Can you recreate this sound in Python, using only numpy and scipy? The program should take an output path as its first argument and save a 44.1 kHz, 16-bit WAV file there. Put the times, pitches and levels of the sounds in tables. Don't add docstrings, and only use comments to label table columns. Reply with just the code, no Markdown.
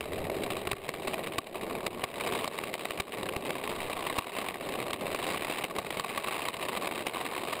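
import sys
import numpy as np
from scipy import signal
from scipy.fft import rfft, irfft
from scipy.io import wavfile
from scipy.ndimage import uniform_filter1d

SR = 44100
rng = np.random.default_rng(int(sys.argv[2]) if len(sys.argv) > 2 else 0)


def waveform_to_disk(signal):
    frames = np.transpose(np.atleast_2d(signal))
    scaled = np.clip(frames, -1, 1) * 32767
    samples = np.round(scaled).astype(np.int16)
    wavfile.write(sys.argv[1], SR, samples)


N = 335160

# frequency in hertz, relative level in dB.
DECK_RESPONSE = [(20, -48), (45, -14.5), (90, -12), (170, -4), (290, -3), (385, 3), (480, -1), (650, -1.5),
                 (850, -10), (1300, -26), (2500, -23.5), (5500, -53.5)]
# frequency in hertz, relative level in dB.
MOUNT_RESPONSE = [(40, -18), (250, -2), (420, -0.5), (680, 4), (880, 0.5), (1010, 1), (1130, 5.5),
                  (1340, -5.5), (1650, -4.5), (2150, 1.5), (2680, 1), (3480, -6), (3820, -1), (4500, -14),
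                  (4950, -8.5), (5600, -15)]
# time in seconds, level in dB before the sources' own gains.
CHATTER_COURSE = [(0, -49), (.3, -46.5), (.5, -42.5), (.82, -50.5), (1.12, -42), (1.35, -49), (1.82, -45),
                  (1.97, -49), (2.22, -38.5), (2.9, -47), (3.35, -46.5), (3.6, -42.5), (4.45, -41.5),
                  (4.57, -47.5), (4.75, -42), (5.0, -46), (5.2, -39.5), (5.5, -40.5), (5.85, -43),
                  (6.35, -39.5), (6.58, -42), (6.85, -41), (7.6, -43.5)]


def undb(db):
    return 10 ** (np.asarray(db) / 20)


def unit(x):
    return x / np.sqrt(np.mean(x ** 2))


def curve(table):
    return np.interp(np.arange(N) / SR, *np.transpose(table))


def walk(rate):
    hold = int(SR / rate)
    steps = np.repeat(rng.standard_normal(N // hold + 1), hold)
    return unit(uniform_filter1d(steps, hold)[:N])


def body(x, points, size=2048):
    hz, db = np.transpose(points)
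    grid = np.maximum(np.fft.rfftfreq(size, 1 / SR), 1)
    magnitude = undb(np.interp(np.log(grid), np.log(hz), db))
    cepstrum = irfft(np.log(magnitude))
    cepstrum[1:size // 2] *= 2
    cepstrum[size // 2 + 1:] = 0
    response = irfft(np.exp(rfft(cepstrum)))[:size // 2]
    response = response / np.linalg.norm(response)
    return signal.fftconvolve(x, response)[:len(x)]


def boost(x, db, centre_hz, width_hz):
    band = signal.lfilter(*signal.iirpeak(centre_hz, centre_hz / width_hz, fs=SR), x)
    return x + (undb(db) - 1) * band


def add(track, s, sound):
    i = max(int(s * SR), 0)
    track[i:i + len(sound)] += sound[:max(len(track) - i, 0)]


def contacts(count, spread_db):
    sizes = undb(spread_db * rng.standard_normal(count).clip(-2, 2))
    return rng.standard_normal(count) * sizes


def air():
    # frequency in hertz, relative level in dB.
    air_spectrum = [(12, 6.5), (40, -12), (90, 6), (200, -21), (700, -52)]
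    # time in seconds, level in dB.
    air_course = [(0, -50), (.2, -44), (1.2, -64), (1.8, -55), (2.3, -64), (3.4, -74), (3.85, -47.5),
                  (4.4, -73), (4.9, -57), (7.6, -73)]
    return undb(curve(air_course)) * unit(body(rng.standard_normal(N), air_spectrum, size=8192))


def jolts(rate, jitter, spread_db):
    chance = rng.standard_normal((4000, 2))
    gaps = np.exp(jitter * chance[:, 0] - jitter ** 2 / 2)
    at = (np.cumsum(gaps) * SR / rate).astype(int)
    energy = undb(spread_db * chance[:, 1].clip(-2, 1.3)) ** 2
    train = np.bincount(at[at < N], energy[at < N], N)
    return train / train.mean()


def shaking(hop_hz=78, grit_db=-6, steady_db=-16, rise_s=0.00032, fall_s=0.0023):
    hops = jolts(hop_hz, jitter=.2, spread_db=5.5)
    grit = jolts(330, jitter=.8, spread_db=11.5)
    energy = hops + undb(grit_db) ** 2 * grit
    t = np.arange(1024) / SR
    burst = (1 - np.exp(-t / rise_s)) ** 2 * np.exp(-t / fall_s)
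    energy = signal.fftconvolve(energy, burst / burst.sum())[:N] + undb(steady_db) ** 2
    return np.sqrt(energy / uniform_filter1d(energy, size=4400))


def rumble(shake, follow=0.26, flutter_db=0.1, gain_db=-1.36):
    # time in seconds, level in dB before gain_db.
    rumble_course = [(0, -44.5), (.16, -34), (.48, -34.5), (.85, -42), (1.08, -34.5), (1.45, -41),
                     (1.78, -33.5), (2.0, -39.5), (2.25, -36), (2.6, -37.5), (2.95, -42.5), (3.48, -34.5),
                     (3.62, -38), (4.55, -41.5), (4.75, -35.5), (4.98, -37), (5.15, -35), (5.5, -41.5),
                     (5.8, -36), (6.3, -43.5), (6.8, -37.5), (7.6, -42)]
    drive = rng.standard_normal(N) * (1 + follow * (shake - 1)) * undb(flutter_db * walk(35))
    return undb(curve(rumble_course) + gain_db) * unit(body(drive, DECK_RESPONSE))


def ticks(shake, per_s=260, gain_db=-8):
    # frequency in hertz, relative level in dB.
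    grit_response = [(100, -21), (700, -9.5), (1500, -1), (2600, -30), (3900, 2), (5500, -4.5)]
    size = (rng.random(N) < per_s / SR) * undb(5 * rng.standard_normal(N).clip(-2, 1.5))
    return undb(gain_db) * unit(body(-size * np.minimum(shake, 1.6), grit_response))


def chatter(shake, gain_db=5.0, colour_db=1.5):
    buzzes = [(1550, 280), (2150, 160), (2650, 400), (3200, 1800), (3820, 1100)]
    x = body(shake * contacts(N, spread_db=3), MOUNT_RESPONSE)
    for hz, width in buzzes:
        x = boost(x, colour_db * (walk(60).clip(-2, 2) - .5), hz, width)
    return undb(gain_db) * unit(x)


def pebbles(count=150, median_gap_s=1 / 4.5, over_chatter_db=11, middle_length_s=0.0062):
    gap, stretch = rng.standard_normal((count, 2)).clip(-2, 2).T
    at = np.cumsum(np.exp(gap / 2)) * median_gap_s
    knock_db = np.interp(at, *np.transpose(CHATTER_COURSE)) + over_chatter_db
    thump_db = knock_db - 16
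    return list(zip(at, knock_db, middle_length_s * 2 ** (stretch / 2), thump_db))


def knocks(gain_db=-1.5, thump_s=0.0045, thump_gain_db=2, deck_gain_db=-2, grain_db=2):
    # start in seconds, knock level in dB before gain_db,
    # length in seconds before its limits, thump level in dB before the thump and deck gains.
    big_stones = [(.008, -22.5, 0.0016, -53), (.2976, -26, .005, -37), (.503, -26, 0.0048, -37),
                  (.566, -29.5, .007, -46), (.6706, -23, .0075, -27.5), (.7132, -17, 0.0076, -27),
                  (.731, -22.5, 0.0028, -22), (.89, -18.5, 0.004, -44), (.938, -27.5, 0.0073, -36),
                  (1.071, -23.5, 0.017, -34), (1.141, -23.5, 0.005, -48), (1.27, -28, .0066, -44),
                  (1.3825, -9, 0.0062, -23.5), (1.8645, -18, 0.007, -43), (2.0372, -12.5, 0.0064, -24.5),
                  (2.444, -19, 0.0018, -52), (2.4768, -16, 0.0024, -39), (2.5867, -22.5, 0.0041, -49),
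                  (2.7398, -19, 0.0025, -40), (2.853, -21.5, 0.005, -50), (2.907, -22, 0.0031, -52),
                  (2.999, -16.5, 0.0086, -24), (3.23, -27.5, .005, -32), (3.287, -25, 0.01, -51),
                  (3.3646, -19, 0.001, -29), (3.5056, -20.5, 0.0032, -52), (3.675, -28, 0.0031, -53),
                  (4.066, -24.5, .006, -47), (4.1834, -12, 0.01, -18), (4.485, -24, 0.0064, -48),
                  (4.7376, -30.5, .005, -45), (4.906, -28, 0.0056, -49), (4.9316, -18.5, 0.0024, -44),
                  (5.1463, -19.5, 0.0037, -38), (5.197, -31, 0.0031, -43), (5.3, -28, 0.0091, -54),
                  (5.641, -15, 0.0026, -48), (5.7848, -15.5, 0.0026, -27.5), (5.865, -27.5, 0.0056, -52),
                  (5.904, -26, 0.0052, -49), (5.9963, -17, 0.0032, -30), (6.0447, -21, 0.0047, -56),
                  (6.242, -26.5, 0.0084, -60), (6.4847, -19.5, 0.0033, -54), (6.6921, -28, 0.0039, -49),
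                  (6.8702, -25, 0.0091, -40), (7.0665, -17.5, 0.0077, -49), (7.5244, -22, 0.017, -60)]
    out, pushes = np.zeros(N), np.zeros(N)
    t = np.arange(2048) / SR / thump_s
    for s, knock_db, length, thump_db in big_stones + pebbles():
        u = np.arange(1024) / np.clip(length * SR, 40, 900)
        swell = np.sqrt(u) * np.maximum(1 - u, 0)
        rattle = body(swell * contacts(1024, spread_db=grain_db), MOUNT_RESPONSE)
        rattle = rattle * np.sqrt(0.0044 * SR / np.sum(rattle ** 2))
        thump = -np.sin(np.pi * t) * np.exp(-1.3 * t)
        push = np.exp(-t) * rng.standard_normal(len(t))
        add(out, s, undb(knock_db + gain_db) * rattle)
        add(out, s, undb(thump_db + thump_gain_db) * thump)
        add(pushes, s, undb(thump_db + deck_gain_db) * push)
    return out + body(pushes, DECK_RESPONSE)


def wheel_note(rattles):
    # time in seconds, boost in dB.
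    ring_course = [(0, -0.5), (1.2, 0.5), (1.8, 5.5), (2.8, 0), (3.9, 5.5), (5.3, 2), (6.9, 4), (7.6, 4.5)]
    return boost(rattles, curve(ring_course), centre_hz=1000, width_hz=205)


def scene(surge_db=0.9):
    shake = shaking()
    surge = undb(surge_db * walk(14))
    deck = surge * rumble(shake)
    mount = undb(curve(CHATTER_COURSE)) * surge * (chatter(shake) + ticks(shake))
    rattles = wheel_note(mount + knocks())
    return (deck + rattles + air())[None]


def gain_control(x, threshold_db=-25, release_db_per_s=66, attack_s=0.004, lag_s=0.013, deepest_db=10):
    t = np.arange(N) / SR
    power = uniform_filter1d(x ** 2, size=220, origin=109)
    level_db = 10 * np.log10(np.maximum(power, 1e-12))
    excess_db = np.clip(level_db - threshold_db, 0, deepest_db)
    climb = release_db_per_s * t
    cut_db = np.maximum.accumulate(excess_db + climb) - climb
    late_cut_db = np.interp(t - lag_s, t, cut_db)
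    pole = np.exp(-1 / (attack_s * SR))
    return x * undb(-signal.lfilter([1 - pole], [1, -pole], late_cut_db))


def sample_and_hold(x, sampler_hz=12000, edge_hz=5450, ceiling=0.072):
    # frequency in hertz, gain in dB.
    band_edge = [(4600, -0.5), (4950, -3.5), (5450, -7.5), (6000, -8.5)]
    x = signal.sosfilt(signal.butter(8, edge_hz, fs=SR, output="sos"), x)
    slow = signal.resample_poly(x, 4 * sampler_hz, SR)[::4]
    slow = slow / (1 + (slow / ceiling) ** 12) ** (1 / 12)
    hz = np.fft.rfftfreq(len(slow), 1 / sampler_hz)
    edge_gain = undb(np.interp(hz, *np.transpose(band_edge)))
    slow = irfft(rfft(slow) * edge_gain, len(slow))
    held = np.repeat(slow, 4)
    return signal.resample_poly(held, SR, 4 * sampler_hz)[:N]


def record(dry, top_hz=15450):
    x = sample_and_hold(gain_control(dry[0]))
    return signal.sosfilt(signal.ellip(8, .2, 70, top_hz, fs=SR, output="sos"), x)[None]


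dry = scene()
out = record(dry)
waveform_to_disk(out)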